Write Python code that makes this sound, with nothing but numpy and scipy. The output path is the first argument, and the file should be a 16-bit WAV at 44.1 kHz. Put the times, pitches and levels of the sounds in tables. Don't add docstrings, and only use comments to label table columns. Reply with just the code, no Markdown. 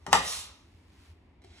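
import sys
import numpy as np
from scipy import signal
from scipy.fft import rfft, irfft
from scipy.io import wavfile

SR = 44100
rng = np.random.default_rng(int(sys.argv[2]) if len(sys.argv) > 2 else 0)


def file_out(sig):
    cols = np.atleast_2d(sig).T
    lim = np.clip(cols, -1, 1)
    pcm = np.round(lim * 32767).astype(np.int16)
    wavfile.write(sys.argv[1], SR, pcm)


N = 70560

# (frequency [Hz], level [dB], t60 [s])
BOWL_MODES = [(370, -5, .08), (686, -2, .05), (1450, -14, .012), (2130, 0, .022), (3200, -16, .015),
              (3970, -9, .035), (5500, -17, .012)]
RING_RISE_S = 0.0011
GRAINS_PER_S, GRAIN_SPREAD_DB = 16000, -1.5


def amp(db):
    return 10 ** (np.asarray(db) / 20)


def unit_rms(x):
    return x / np.sqrt(np.mean(x ** 2) + 1e-20)


def at_hz(points, hz):
    f, value = np.transpose(points)
    return np.interp(np.log(hz + 1), np.log(f + 1), value)


def envelope(rows, column=1):
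    rows = np.array(rows)
    return amp(np.interp(np.arange(N) / SR, rows[:, 0], rows[:, column]))


def add(mix, start_s, sound):
    part = mix[..., round(start_s * SR):][..., :sound.shape[-1]]
    part += sound[..., :part.shape[-1]]


def shaped(x, gain):
    return irfft(rfft(x) * gain(np.fft.rfftfreq(x.shape[-1], 1 / SR)), x.shape[-1])


def coloured(noise, spectrum, resonances=()):
    def gain(hz):
        peaks = sum(amp(db) / (1 + (2 * (hz - f) / width) ** 2) for f, width, db in resonances)
        return amp(at_hz(spectrum, hz)) * (1 + peaks)
    return unit_rms(shaped(noise, gain))


def ring(modes, t):
    return sum(amp(db - 60 * t / t60) * np.sin(2 * np.pi * hz * t) for hz, db, t60 in modes)


def grit(per_s, spread_db):
    size = amp(spread_db * np.minimum(rng.exponential(1, N), 5))
    return unit_rms(size * rng.standard_normal(N) * (rng.random(N) < per_s / SR))


def room_tone():
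    # (frequency [Hz], level [dB])
    spectrum = [(20, -42), (40, -8), (55, -5), (88, 3), (110, -14), (130, -17), (300, -15.5), (500, -28),
                (950, -28.5), (1500, -39), (2100, -33), (4500, -51), (10000, -66.5), (16000, -76.5)]
    throb_db, throb_per_s, throb_peak_s, throb_top_hz = 4, 8.2, 1, 114
    hush = coloured(rng.standard_normal((2, N)), spectrum)
    deep = shaped(hush, lambda hz: 1 / (1 + (hz / throb_top_hz) ** 8))
    throb = np.cos(2 * np.pi * throb_per_s * (np.arange(N) / SR - throb_peak_s))
    return amp(-56.5) * (hush - deep + amp(throb_db * throb) * deep)


def crack(t, t60=0.021):
    # (frequency [Hz], level [dB])
    spectrum = [(200, -44), (500, -7.5), (900, -10.5), (1900, -1.5), (2400, -13), (3700, -6.5),
                (6000, -9.5), (9000, -14.5), (12000, -24), (16000, -29.5)]
    return amp(-60 * t / t60) * coloured(rng.standard_normal(len(t)), spectrum)


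def counter_clacks():
    # (time [s], level [dB], brightness [dB], thump [dB])
    contacts = [(0.0648, -30.5, -4.5, 11), (0.0733, -38, -7, 25.5), (0.0785, -46.5, -11.5, 15.5),
                (0.129, -5.5, -4.5, -0.5)]
    # (frequency [Hz], level [dB], t60 [s])
    blade_modes = [(555, -26, 0.075), (750, -9.5, 0.022), (835, 2.5, 0.027), (912, -10.5, 0.078),
                   (1053.5, -6, .05), (1091, -19, 0.11), (1193, -16, 0.3), (1264.6, -13.5, 0.1),
                   (1377, -14, .07), (1750, -17, 0.054), (1830, -16, 0.077), (1912.6, -8.5, 0.049),
                   (2048, -21, 0.12), (2945, -17.5, 0.04), (3610, -20, 0.01), (5888, -11, 0.016),
                   (7538, -5.5, 0.0068), (9330, -13, 0.0053)]
    # (frequency [Hz], level [dB], t60 [s])
    counter_modes = [(58.7, -30.5, .25), (102.6, -31, .2), (178.5, -22.5, 0.2), (260.5, -26.5, .1),
                     (396, -25.5, .1), (585, -32.5, 0.087)]
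    bright_hz, thump_rise_s = 2500, 0.0035
    low_cut = signal.butter(2, 520, "high", fs=SR, output="sos")
    out, t = np.zeros(N), np.arange(SR // 2) / SR
    for start_s, db, bright_db, thump_db in contacts:
        modes = [(hz, d + bright_db * hz / (hz + bright_hz), t60) for hz, d, t60 in blade_modes]
        blade = amp(bright_db - 2.5) * crack(t) + ring(modes, t)
        blade = signal.sosfilt(low_cut, blade * np.minimum(t / RING_RISE_S, 1))
        thump = amp(thump_db) * ring(counter_modes, t) * (1 - np.exp(-t / thump_rise_s))
        add(out, start_s, amp(db) * (blade + thump))
    return out


def blade_slide():
    # (time [s], level [dB], low body [dB], high bite [dB])
    stroke = [(.085, -90, 21, 10), (.112, -63.5, 23, 10), (.14, -37, 8, -8), (.22, -51.5, 11.5, -9),
              (.258, -41.5, 3, 0), (.274, -41.5, 0.5, 6.5), (.33, -39.5, -1, -0.5), (.4, -45.5, -5, -1.5),
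              (.45, -53.5, 1, -4.5), (.52, -71, 15, 1), (.6, -77, 13, 4), (.75, -101, 6, 4),
              (.9, -130, -2, 0)]
    # (frequency [Hz], level [dB])
    spectrum = [(200, -30), (400, -14), (1050, -2.5), (1600, -10.5), (2840, -6.5), (4700, -10),
                (5800, -3.5), (8000, -7), (11000, -8.5), (13000, -24), (16000, -18)]
    # (frequency [Hz], width [Hz], relative gain [dB])
    edge_modes = [(1051, 310, -14), (1230, 100, 8.5), (2800, 73, 3), (3740, 200, 9), (4090, 300, 6),
                  (4440, 130, -0.5), (5417, 290, -5.5), (5657, 70, -19.5), (6800, 48, -6.5),
                  (9220, 110, -12)]
    body_top_hz, bite_hz, bite_width_hz = 2020, 5805, 1200
    resonances = [(hz, width, db - 6.5) for hz, width, db in edge_modes]
    hiss = coloured(grit(GRAINS_PER_S, GRAIN_SPREAD_DB), spectrum, resonances)
    body = shaped(hiss, lambda hz: 1 / (1 + (hz / body_top_hz) ** 4))
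    bite = shaped(hiss, lambda hz: np.exp(-((hz - bite_hz) / bite_width_hz) ** 2))
    rest = hiss - body - bite
    return envelope(stroke) * (rest + envelope(stroke, 2) * body + envelope(stroke, 3) * bite)


def arm_rustle():
    # (time [s], level [dB])
    movement = [(0, -77), (.05, -73.5), (.6, -75.5), (.78, -74), (.87, -75), (.97, -69.5), (1.06, -66.5),
                (1.11, -71), (1.17, -81.5), (1.4, -95)]
    # (frequency [Hz], level [dB])
    spectrum = [(400, -28.5), (900, -5), (2300, -6.5), (4500, -11.5), (7000, -15), (11000, -22.5),
                (16000, -23)]
    grains = np.array([grit(per_s=14000, spread_db=2.5) for channel in range(2)])
    return envelope(movement) * coloured(grains, spectrum)


def rim_scrape():
    # (time [s], level [dB])
    stroke = [(1.412, -120), (1.42, -74.5), (1.433, -77), (1.445, -71), (1.5, -70.5), (1.522, -67.5),
              (1.54, -67), (1.585, -61.5), (1.6, -64)]
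    # (frequency [Hz], level [dB])
    spectrum = [(300, -22.5), (700, -2), (1200, -6), (2300, -2.5), (3200, -3.5), (4100, -4.5), (5600, -6.5),
                (8000, -9), (11000, -21.5), (16000, -32)]
    width_hz, ring_db = 160, 3.5
    resonances = [(hz, width_hz, ring_db) for hz, _, _ in BOWL_MODES]
    return envelope(stroke) * coloured(grit(GRAINS_PER_S, GRAIN_SPREAD_DB), spectrum, resonances)


def bowl_taps():
    # (time [s], level [dB], tilt [dB per octave])
    touches = [(1.4183, -61, 0), (1.4388, -60.5, 2), (1.4438, -55.5, -3.5), (1.4464, -55, -4.5)]
    pivot_hz = 1500
    out, t = np.zeros(N), np.arange(SR // 2) / SR
    for start_s, db, tilt in touches:
        modes = [(hz, d - abs(tilt) + tilt * np.log2(hz / pivot_hz), t60) for hz, d, t60 in BOWL_MODES]
        tap = ring(modes, t) + amp(-4) * crack(t)
        add(out, start_s, amp(db) * tap * np.minimum(t / RING_RISE_S, 1))
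    return out


def kitchen_echoes(x):
    # (frequency [Hz], t60 [s])
    decay = [(100, .45), (500, 0.47), (1000, 0.22), (2500, 0.53), (6000, 0.42), (12000, 0.1)]
    build_up_s, slap_s, slap_spread_s, slap_db = 0.0036, 0.025, 0.0064, 4
    echoes = np.zeros((2, SR))
    arrivals = np.arange(0, SR - 20, 20) + rng.integers(0, 20, (2, (SR - 1) // 20))
    np.put_along_axis(echoes, arrivals, rng.choice([-1., 1.], arrivals.shape), 1)
    hz, t, bands = signal.stft(echoes, SR, nperseg=256)
    tail = signal.istft(bands * amp(-60 * t / at_hz(decay, hz)[:, None]), SR, nperseg=256)[1]
    t = np.arange(tail.shape[1]) / SR
    slap = amp(slap_db * np.exp(-((t - slap_s) / slap_spread_s) ** 2))
    tail *= np.minimum(t / build_up_s, 1) ** 2 * slap
    return signal.fftconvolve(x[None], tail / np.linalg.norm(tail[0]), axes=1)[:, :N]


def scene():
    close = counter_clacks() + bowl_taps() + blade_slide() + rim_scrape()
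    return close + amp(-5) * kitchen_echoes(close) + arm_rustle() + room_tone()


def record(dry):
    # (frequency [Hz], gain [dB])
    common_tone = [(20, -21), (32, -10.5), (50, -0.5), (11000, 1.5), (11800, 0), (12600, -11.5),
                   (13500, -30), (16000, -28.5)]
    # (frequency [Hz], gain [dB])
    spread_tone = [(40, -28.5), (125, -26), (300, -8.5), (700, -2.5), (1400, -5.5), (2800, 1), (5000, 4),
                   (6200, -5.5), (9000, 3), (12000, 11), (16000, 10)]
    # (frequency [Hz], phase [rad])
    spread_phase = [(100, 1.6), (700, 0.59), (1400, 1.1), (2800, 2.3), (5500, 1.3), (10000, 3.9)]
    ceiling, top_hz = 0.95, 15900
    hz = np.fft.rfftfreq(N, 1 / SR)
    common, spread = rfft(dry)
    common = common * amp(at_hz(common_tone, hz))
    spread = spread * amp(at_hz(spread_tone, hz)) * np.exp(1j * at_hz(spread_phase, hz))
    pair = irfft(np.array([common + spread, common - spread]), N)
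    pair = ceiling * np.tanh(pair / ceiling)
    band_limit = signal.firwin(511, top_hz, window=("kaiser", 9), fs=SR)
    return signal.oaconvolve(pair, band_limit[None], "same")


dry = scene()
out = record(dry)
file_out(out)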